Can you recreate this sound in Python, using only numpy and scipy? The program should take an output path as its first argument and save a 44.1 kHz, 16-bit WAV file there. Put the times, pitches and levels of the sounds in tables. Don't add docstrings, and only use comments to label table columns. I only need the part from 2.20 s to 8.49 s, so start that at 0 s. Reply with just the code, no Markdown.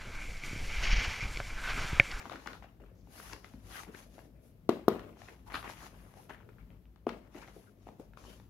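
import sys
import numpy as np
from scipy import signal
from scipy.fft import rfft, irfft, next_fast_len
from scipy.io import wavfile
from scipy.ndimage import uniform_filter1d, map_coordinates

SR = 44100
rng = np.random.default_rng(int(sys.argv[2]) if len(sys.argv) > 2 else 0)


def pcm_store(signal):
    levels = np.round(np.clip(np.atleast_2d(signal), -1, 1) * 32767)
    wavfile.write(sys.argv[1], SR, levels.astype(np.int16).T)


def amplitude_ratio(level_db):
    exponent = np.asarray(level_db, float) / 20
    return 10 ** exponent


N = 277389


def unit(x):
    return x / np.sqrt(np.mean(x ** 2) + 1e-20)


def along(points, hz):
    point_hz, value = np.transpose(points)
    return np.interp(np.log(hz + 1), np.log(point_hz + 1), value)


def wobble(rate_hz):
    knots = rng.standard_normal(int(N * rate_hz / SR) + 4)
    return map_coordinates(knots, [np.arange(N) * rate_hz / SR])


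def filtered(x, response):
    size = next_fast_len(N + SR // 2)
    hz = np.fft.rfftfreq(size, 1 / SR)
    return irfft(rfft(x, size) * response(hz), size)[..., :N]


def add(track, start_s, piece):
    track[..., round(start_s * SR):][..., :piece.shape[-1]] += piece


# hz, correlation
LIKENESS = [(60, 0.95), (290, 0.89), (640, 0.49), (1400, 0.059), (3100, 0.035), (15000, 0.064)]


def rush(spectrum, grain_db=0., grain_rate_hz=700, patchy_db=0.):
    z = signal.stft(rng.standard_normal((2, N)), nperseg=512)[2]
    patches = uniform_filter1d(rng.standard_normal(z.shape[1:]), size=3, axis=0)
    patches = uniform_filter1d(patches, size=6, axis=1)
    pair = signal.istft(z * amplitude_ratio(patchy_db * unit(patches)), nperseg=512)[1][:, :N]
    pair = pair * amplitude_ratio(grain_db * wobble(grain_rate_hz))

    def mid_side(hz):
        turn = np.arccos(np.clip(along(LIKENESS, hz), -1, 1)) / 2
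        return amplitude_ratio(along(spectrum, hz)) * [np.cos(turn), np.sin(turn)]

    mid, side = filtered(pair, mid_side)
    return unit(np.array([mid + side, mid - side]))


# hz, density_db_per_hz
ROOM_TONE = [(22, -47), (48, 3.5), (62, 1), (78, -17.5), (98, -1), (125, -8.5), (190, -9), (350, -21.5)]
# hz, density_db_per_hz
HISS = [(800, -32.5), (1400, -38.5), (5700, -48.5), (8000, -52.5), (9500, -52), (11900, -43),
        (16000, -47.5)]


def air():
    drift = amplitude_ratio(1.2 * wobble(5))
    return amplitude_ratio(-56.9) * drift * rush(ROOM_TONE + HISS, patchy_db=-0.8)


# hz, t60_s
ROOM_T60 = [(120, 0.31), (350, 0.55), (800, 0.43), (2000, 0.14), (5000, 0.41), (12000, 0.32)]
# hz, level_db
ROOM_TINT = [(100, -8.5), (300, -10.5), (700, -1.5), (1500, 5.5), (4000, 7.5), (8300, -2), (12000, 2.5)]


def room(x):
    out = np.zeros((2, N + SR))
    step = SR * 19 // 100
    for start in range(0, N, step):
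        hz, t, z = signal.stft(rng.standard_normal((3, SR // 3)), SR, nperseg=256)
        z = z[:2] + z[2] * 2.8 * (hz < 500)[:, None]
        decay = amplitude_ratio(along(ROOM_TINT, hz)[:, None] - 60 * t / along(ROOM_T60, hz)[:, None])
        tail = signal.istft(z * decay, SR, nperseg=256)[1]
        tail = tail / np.linalg.norm(tail[0])
        add(out, start / SR + 0.007, signal.fftconvolve(x[:, start:start + step], tail, axes=1))
    return out[:, :N]


# delay_ms, signed_share
REFLECTIONS = [(7.7, -.037), (9.5, .057), (10.68, -.145), (12.93, -.045), (15.44, -.086), (16.08, .047),
               (22.47, .077), (25.56, .06), (31.02, -.073), (32.5, .037), (35.17, -.04), (35.65, -.109),
               (38.23, .059), (42.34, .035), (42.86, .082), (43.54, .035), (51.8, .043), (66.53, -.047),
               (78.5, -.067), (102.3, .035)]


def walls(x):
    delay_ms, share = np.transpose(REFLECTIONS)
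    copies = np.zeros(SR // 8)
    copies[(delay_ms * SR / 1000).astype(int)] = share
    late = signal.fftconvolve(x, copies[None], axes=1)[:, :N]
    level_db, dull_hz = 0.1, 1300
    return filtered(late, lambda hz: amplitude_ratio(level_db) / (1 + 1j * hz / dull_hz))


# start_s, length_s, low_hz, top_hz, level_db
RASPS = [
    (3.33, .11, 1900, 4800, -48),
    (0.74, 0.25, 5200, 6800, -79.5),
    (5.98, 0.28, 3500, 7400, -70),
    (3.4, 0.27, 500, 1200, -66),
    (3.6, 0.1, 700, 1500, -59),
    (1.51, .14, 1100, 4200, -58),
    (5.222, .05, 900, 2700, -61),
    (2.15, 0.082, 1900, 2500, -79),
    (4.25, 0.11, 390, 520, -62),
]


def rasps():
    out = np.zeros((2, N + SR))
    lead, grain_db = 0.46, 3.0
    hz = np.fft.rfftfreq(SR // 3, 1 / SR) + 1
    for start_s, length_s, low_hz, top_hz, level_db in RASPS:
        u = np.linspace(0, 1, round(length_s * SR))
        chance = rng.standard_normal((4, SR // 3))
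        uneven = unit(uniform_filter1d(chance[3], size=70))
        grains = (chance[0] + chance[1:3]) * amplitude_ratio(grain_db * uneven)
        band = irfft(rfft(grains) / (1 + (low_hz / hz) ** 4) / (1 + (hz / top_hz) ** 14))
        add(out, start_s, amplitude_ratio(level_db) * unit(band)[:, :len(u)] * np.sin(np.pi * u ** lead) ** 2)
    return out[:, :N]


# start_s, length_s, from_hz, to_hz, level_db
SQUEALS = [(1.534, 0.055, 1652, 1428, -51.5), (1.57, 0.041, 1377, 1222, -48.5),
           (1.596, 0.038, 1158, 780, -55), (1.536, 0.07, 3290, 2900, -58),
           (1.549, 0.062, 2294, 1663, -52.5), (1.734, 0.034, 874, 2770, -54.5),
           (3.261, 0.041, 943, 873, -53), (3.592, 0.085, 1880, 1420, -61), (3.949, 0.078, 659, 878, -59.5),
           (4.38, 0.063, 2265, 2185, -73), (5.214, 0.051, 1008, 2590, -59.5),
           (5.461, 0.044, 1477, 1420, -67), (6.031, 0.14, 2910, 3140, -65.5)]


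def squeals():
    out = np.zeros((2, N + SR))
    for start_s, length_s, from_hz, to_hz, level_db in SQUEALS:
        u = np.linspace(0, 1, round(length_s * SR))
        phase = 2 * np.pi * np.cumsum(from_hz + (to_hz - from_hz) * u) / SR
        rough = uniform_filter1d(rng.standard_normal((4, len(u))), size=130, axis=1)
        band = rough[:2] * np.cos(phase) + rough[2:] * np.sin(phase)
        add(out, start_s, amplitude_ratio(level_db) * unit(band) * np.sin(np.pi * u))
    return out[:, :N]


def swells(top_s, rise_s, fall_s, level_db, shape):
    t = np.arange(0, N + 64, 64) / SR
    late = t - top_s[:, None]
    far = np.where(late < 0, -late / np.reshape(rise_s, (-1, 1)), late / fall_s[:, None])
    power = amplitude_ratio(level_db[:, None] - 22 * far ** shape) ** 2
    return np.interp(np.arange(N) / SR, t, np.sqrt(power.sum(axis=0)))


def power_sum(*gains):
    return np.sqrt(sum(gain ** 2 for gain in gains))


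# fastest_s, rise_s, fall_s, weave_db, skin_over_weave_db
SLIDES = [(0.06, 0.57, 0.41, -61, -13.5), (0.32, 0.26, .14, -65, -8.5), (0.98, 0.095, 0.24, -56, -3.5),
          (1.1, 0.21, 0.14, -57, -8), (1.26, 0.079, 0.25, -66.5, -8.5), (1.576, 0.15, .12, -51.5, -6),
          (1.789, 0.099, 0.11, -58, -6.5), (1.99, 0.18, 0.14, -67, -6), (2.25, 0.065, 0.12, -75, 0),
          (3.02, 0.076, 0.21, -61.5, -12), (3.11, 0.2, 0.18, -78, 0), (3.28, 0.035, 0.049, -66.5, -4),
          (3.36, 0.065, 0.17, -58, -4), (3.5, 0.045, 0.096, -53.5, -7.5), (3.638, 0.16, 0.1, -55.5, -9),
          (3.8, 0.3, 0.4, -71.5, -2.5), (4.01, 0.11, 0.13, -67.5, -3), (4.12, 0.036, 0.067, -76.5, 3),
          (5.169, 0.062, 0.32, -62.5, -10), (5.388, 0.14, 0.21, -70.5, -2.5),
          (5.64, 0.085, 0.26, -74.5, -10), (5.81, 0.038, 0.11, -72, -10), (5.98, 0.016, 0.2, -64.5, -10),
          (6.1, 0.11, .2, -63.5, -7)]
# start_s, drag_db, fall_s, creak_over_drag_db
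JOLTS = [(0.0, -51, 0.13, -9), (0.111, -51.5, 0.21, 0.5), (0.262, -48.5, 0.18, -2.5),
         (0.431, -56, 0.13, -12), (0.604, -64, 0.24, 4), (0.875, -76, 0.091, 17.5),
         (1.13, -59.5, 0.13, 6.5), (1.68, -57, 0.077, 7), (2.502, -46.5, 0.18, 7), (2.69, -49.5, 0.32, 7.5),
         (3.08, -54, 0.12, 0), (3.301, -51.5, 0.44, -6.5), (3.342, -41.5, 0.083, -11),
         (3.441, -45.5, 0.17, -6), (3.63, -59, 0.5, 2.5), (4.097, -49.5, 0.14, -13), (4.294, -66.5, .1, 6),
         (4.389, -67.5, 0.16, -18.5), (4.508, -67, 0.11, 3), (4.881, -53, 0.24, 8),
         (5.152, -54.5, 0.29, 3.5), (5.37, -71.5, 0.058, 20), (5.669, -64, 0.14, 11.5),
         (5.798, -65, 0.082, 16), (5.97, -68, 0.098, -2)]
# time_s, creak_db
HOLD = [(0, -60.5), (0.5, -69), (0.85, -67), (1.3, -68), (1.9, -64.5), (2.2, -64.5), (2.4, -76), (2.9, -59),
        (3.22, -72), (3.7, -73.5), (4.0, -61.5), (4.3, -68.5), (4.65, -77.5), (5.1, -68), (5.5, -66),
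        (5.903, -69), (6.1, -55.5), (6.29, -83)]
# hz, level_db
GRIP = [(90, -15), (200, 9), (350, 7.5), (650, 3.5), (1100, -29.5)]
# hz, level_db
DRAG = [(450, -21.5), (800, 1.5), (1300, -1.5), (2100, -5), (2900, -7), (4600, -27), (5600, -31.5)]
# hz, level_db
WEAVE = [(1800, 1.5), (3000, 2), (4500, 2), (6500, 3.5), (7700, -4), (9000, -35.5)]
# hz, level_db
SKIN = [(6500, -28.5), (8300, -17.5), (10500, -8), (12500, -12), (15500, -24.5), (17000, -15)]


def hands():
    top_s, rise_s, fall_s, weave_db, skin_db = np.transpose(SLIDES)
    slide = swells(top_s, rise_s, fall_s, weave_db, 1.58)
    dry_slide = swells(top_s, rise_s, fall_s, weave_db + skin_db, 1.58)
    jolt_s, drag_db, settle_s, creak_db = np.transpose(JOLTS)
    jolt_rise_s = 0.0081
    shuffle = swells(jolt_s, jolt_rise_s, settle_s, drag_db, 0.95)
    creak = swells(jolt_s, jolt_rise_s, settle_s, drag_db + creak_db, 1.0)
    hold = amplitude_ratio(np.interp(np.arange(N) / SR, *np.transpose(HOLD)))

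    clump = wobble(60)
    grip = amplitude_ratio(-1.5 + 1.5 * wobble(25)) * rush(GRIP, grain_db=1.5, grain_rate_hz=150, patchy_db=1.5)
    drag = amplitude_ratio(-1.5 + 1.3 * clump) * rush(DRAG, grain_db=2.6, grain_rate_hz=450, patchy_db=2.2)
    weave = amplitude_ratio(-2.1 + 1.42 * clump) * rush(WEAVE, grain_db=1.5, patchy_db=1.8)
    skin = amplitude_ratio(3.0 + 0.8 * clump) * rush(SKIN, grain_db=1.5)

    out = power_sum(hold, creak, amplitude_ratio(-9) * slide) * grip
    out += power_sum(shuffle, amplitude_ratio(-1) * slide) * drag
    out += power_sum(slide, amplitude_ratio(-17) * shuffle) * weave
    return out + dry_slide * skin + squeals()


# start_s, level_db, pitch_hz
BUMPS = [
    (0.068, -45, 260),
    (0.145, -41, 270),
    (1.34, -38.5, 244),
    (1.685, -42, 214),
    (4.8665, -36, 500),
    (4.874, -34.5, 260),
    (5.149, -39, 303),
    (5.364, -40, 405),
]


def bumps():
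    out, t = np.zeros(N + SR), np.arange(SR // 16) / SR
    for start_s, level_db, pitch_hz in BUMPS:
        u = t * pitch_hz / 0.82
        add(out, start_s, -amplitude_ratio(level_db + 6.0) * u * np.exp(-u) * np.sin(2 * np.pi * pitch_hz * t))
    return out[:N]


# centre_hz, width_hz, signed_strength
SHELL_MODES = [(267, 70, .84), (358, 81, 1.2), (639, 84, .28), (724, 110, -.2), (1210, 116, -.56),
               (1403, 86, -.35), (2870, 395, .17)]


def shell(hz):
    modes = 0
    for centre_hz, width_hz, strength in SHELL_MODES:
        damping = 1j * hz * width_hz
        modes = modes + strength * damping / (centre_hz ** 2 - hz ** 2 + damping)
    return modes * 1j * hz / (85 + 1j * hz)


# start_s, peak_db, ring_hz, crack_db
THUDS = [(0.055, -34, 1040, -8), (0.097, -39, 1170, -1.5), (0.714, -50, 500, -19), (1.1325, -42, 2350, -8),
         (1.337, -50, 860, -6), (1.634, -40.5, 2200, -6), (1.981, -42, 740, -12), (2.7945, -38.5, 980, -3),
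         (3.0855, -38, 1840, -10), (3.4435, -35, 1000, -9), (3.477, -35, 2100, -22),
         (3.493, -37, 1500, -16), (4.095, -41.5, 1660, -7), (4.108, -32.5, 1650, -28),
         (4.29, -47, 1290, -8.5), (4.504, -50.5, 2440, -17), (4.655, -56, 2640, -11),
         (4.76, -57.5, 820, -2), (4.8915, -30, 1213, -5.5), (5.164, -43, 1930, -11),
         (5.67, -36.5, 750, -18), (5.688, -40, 830, -9.5), (5.935, -49.5, 1410, -5.5),
         (6.05, -44.5, 980, -23), (6.199, -52, 830, -1.5)]
# start_s,
# peak_db, ring_hz, crack_db
KNOCKS = [(0.005, -42, 1350, -10), (0.026, -41, 1770, -11), (0.061, -35.5, 870, -8.5),
          (0.124, -37.5, 1450, -3.5), (0.132, -40, 790, -4.5), (0.332, -39.5, 1470, -1.5),
          (0.601, -50, 720, -27), (0.638, -50.5, 1350, -28), (0.872, -51.5, 794, -25),
          (1.0, -37.5, 1410, -9.5), (1.082, -45, 1510, -13), (1.128, -38.5, 1530, -5.5),
          (1.669, -46, 774, -25), (1.748, -40.5, 1960, -5.5), (1.99, -42.5, 675, -7.5),
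          (2.97, -49.5, 800, -15), (3.305, -40, 1240, -33), (3.536, -52, 2870, -10),
          (3.847, -59, 2490, -9.5), (4.384, -49.5, 1470, -13), (5.203, -55, 1780, -16),
          (5.074, -58, 1000, -6.5), (5.797, -44, 780, -21.5), (5.973, -43, 1150, -6.5),
          (4.231, -51.5, 1430, -14), (2.4922, -30, 2450, -9), (2.4952, -33, 2100, -9),
          (2.4972, -36, 2900, -9), (2.6818, -34, 1950, -12), (2.6853, -34, 2000, -12),
          (4.8675, -40, 2300, -12), (0.18, -47, 1100, -8), (0.199, -47, 1300, -8), (0.308, -45, 1500, -8),
          (0.352, -45, 900, -8), (3.3505, -36, 2300, -8)]
# start_s, peak_db, ring_hz, crack_db
CLINKS = [(0.118, -34.5, 655, -13), (0.1575, -35, 1500, -7.5), (0.26, -39, 1330, -11),
          (0.272, -35, 2110, -2.5), (0.2745, -25, 1350, -13.5), (1.1328, -29, 5170, -12.5),
          (0.424, -43, 715, -7), (0.444, -40, 700, -15), (1.649, -43, 2200, -24), (3.018, -43, 730, -4.5),
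          (3.321, -40, 1690, -4), (3.341, -34, 1310, -5), (3.3438, -19, 1230, -13), (3.351, -30, 1340, -10),
          (3.356, -24.5, 1430, -13.5), (3.369, -42, 1490, -6), (3.428, -36.5, 1360, -6),
          (3.449, -41, 1100, -9), (3.498, -37, 875, -11), (4.895, -38.5, 1860, -3),
          (3.458, -39, 1310, -7.5), (3.511, -40, 2280, -4), (3.939, -52.5, 1120, -4),
          (3.971, -47, 720, -30), (4.103, -36, 830, -9), (4.146, -40.5, 1720, -13), (4.203, -47, 1430, -29),
          (5.173, -40, 710, -23), (5.277, -47, 1500, -2), (6.04, -47, 1100, -7), (0.045, -49, 1100, -6),
          (0.139, -40.5, 1400, -5.5), (0.263, -39, 890, -8), (0.2735, -36, 4400, -10),
          (0.274, -41, 7000, -20), (1.2445, -38, 2010, -4.5), (3.3445, -29, 3400, -14),
          (3.357, -34, 3600, -11), (3.36, -38, 1500, -8), (3.375, -39, 1300, -6), (3.466, -44, 1300, -7),
          (3.606, -45, 1750, -9), (4.18, -50, 2095, -12), (5.146, -49, 1090, -4), (5.185, -51, 1134, -8),
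          (5.231, -48, 1800, -10), (5.245, -45, 950, -9), (5.283, -44, 674, -7)]
# hz, level_db
CRACK = [(1200, 6.5), (2400, 1.5), (4400, -15), (5400, -14.5), (8000, -30)]
# hz, level_db
TICK = [(1500, -3.5), (3500, 12), (6000, 1), (8300, -9), (11500, -6.5), (16000, -23.5)]


def rattle():
    ring, push, crack, tick = np.zeros((4, 2, N + SR))
    t = np.arange(900) / SR
    thump_pulse = (t / 0.00032) ** 2 * np.exp(-t / 0.00019)
    crack_rise = 1 - np.exp(-t / 0.0016)
    for parts, thump_db in [(THUDS, 2), (KNOCKS, -10.5), (CLINKS, -40)]:
        for start_s, peak_db, ring_hz, crack_db in parts:
            chance = rng.standard_normal((5, len(t)))
            side = amplitude_ratio(np.array([[1.5], [-1.5]]) * chance[0, 0])
            life = amplitude_ratio(-60 * t * ring_hz / 6.9) * (1 - np.exp(-t * ring_hz / 0.5)) ** 2
            add(ring, start_s, side * amplitude_ratio(peak_db + 7.5) * life * np.sin(2 * np.pi * ring_hz * t))
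            add(push, start_s, -side * amplitude_ratio(peak_db + thump_db + 12) * thump_pulse)
            crack_gain = amplitude_ratio(peak_db + crack_db + 12 - 60 * t / 0.011) * crack_rise
            add(crack, start_s, side * crack_gain * (chance[1] + 0.71 * chance[2:4]))
            tick_gain = amplitude_ratio(peak_db + 1.97 * crack_db + 1.0 - 60 * t / 0.0024)
            add(tick, start_s, tick_gain * chance[3:])
    thump = filtered(push[:, :N], shell)
    brittle = filtered(crack[:, :N], lambda hz: amplitude_ratio(along(CRACK, hz)))
    edge = filtered(tick[:, :N], lambda hz: amplitude_ratio(along(TICK, hz)))
    return ring[:, :N] + thump + brittle + edge


# start_s, blow_db, contact_ms, second_delay_ms, second_signed_share
TAPS = [
    (2.49203, -14.3, 0.785, 2.93, 0.27),
    (2.68142, -9.9, 0.61, 3.44, -0.45),
    (4.86804, -26.7, 0.575, 0.75, -3.7),
]
SLAPS_DB = [-16, -14.5, -37]
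# start_s, level_db
NAIL_TOUCHES = [
    (2.4928, -32.5),
    (2.4951, -39),
    (2.4971, -37),
    (2.6822, -28),
    (2.6855, -21),
    (4.8915, -52),
]
# hz, level_db
NAIL = [(7500, -27), (10500, -0.5), (13000, -1), (16200, -3.5), (17200, -40.5)]
# hz, left_over_right_db
TAP_LEAN = [(1000, -1), (9000, 0), (13000, -4.5)]


def taps():
    push, t = np.zeros(N + SR), np.arange(600) / SR
    slap, nail = np.zeros((2, 2, N + SR))
    for start_s, level_db in NAIL_TOUCHES:
        add(nail, start_s, amplitude_ratio(level_db - 60 * t / 0.0034) * rng.standard_normal((2, len(t))))
    for (start_s, blow_db, contact_ms, delay_ms, share), slap_db in zip(TAPS, SLAPS_DB):
        u = t / (contact_ms / 6000)
        pulse = u * u * np.exp(-u)
        second_s = start_s + delay_ms / 1000
        add(push, start_s, -amplitude_ratio(blow_db + 19) * pulse)
        add(push, second_s, -share * amplitude_ratio(blow_db + 12.5) * pulse)
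        for contact_s in (start_s, second_s):
            add(slap, contact_s, amplitude_ratio(slap_db - 7 - 60 * t / 0.0091) * rng.standard_normal((2, len(t))))

    def skin_edge(hz):
        thin = 3 * (hz / (hz + 9000)) ** 2 / (1 + (hz / 8000) ** 6)
        return amplitude_ratio(along(TICK, hz)) * thin

    edge = filtered(slap[:, :N], skin_edge) + filtered(nail[:, :N], lambda hz: amplitude_ratio(along(NAIL, hz)))
    blows = filtered(push[:N], shell) + edge
    return filtered(blows, lambda hz: amplitude_ratio(along(TAP_LEAN, hz) * np.array([[0.5], [-0.5]])))


def scene():
    blows = taps()
    small = rattle() + bumps()
    answers = room(amplitude_ratio(-13.5) * blows + amplitude_ratio(-7.5) * small) + walls(blows + small)
    steady = small + answers + hands() + rasps() + air()
    return blows + filtered(steady, lambda hz: hz < 15800)


def low_pass(x):
    return signal.sosfilt(signal.butter(12, 16840, fs=SR, output="sos"), x)


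# hz, left_over_right_db
PORT_LEAN = [(60, 5), (250, 4), (500, 6.5), (1500, 7), (5000, 4.5), (9000, 3), (13000, 2.5)]


def record(dry):
    def capsule(hz):
        lean = amplitude_ratio(along(PORT_LEAN, hz) * np.array([[0.5], [-0.5]]))
        return lean * (1j * hz / (25 + 1j * hz)) ** 2

    return low_pass(filtered(dry, capsule))


dry = scene()
out = record(dry)
pcm_store(out)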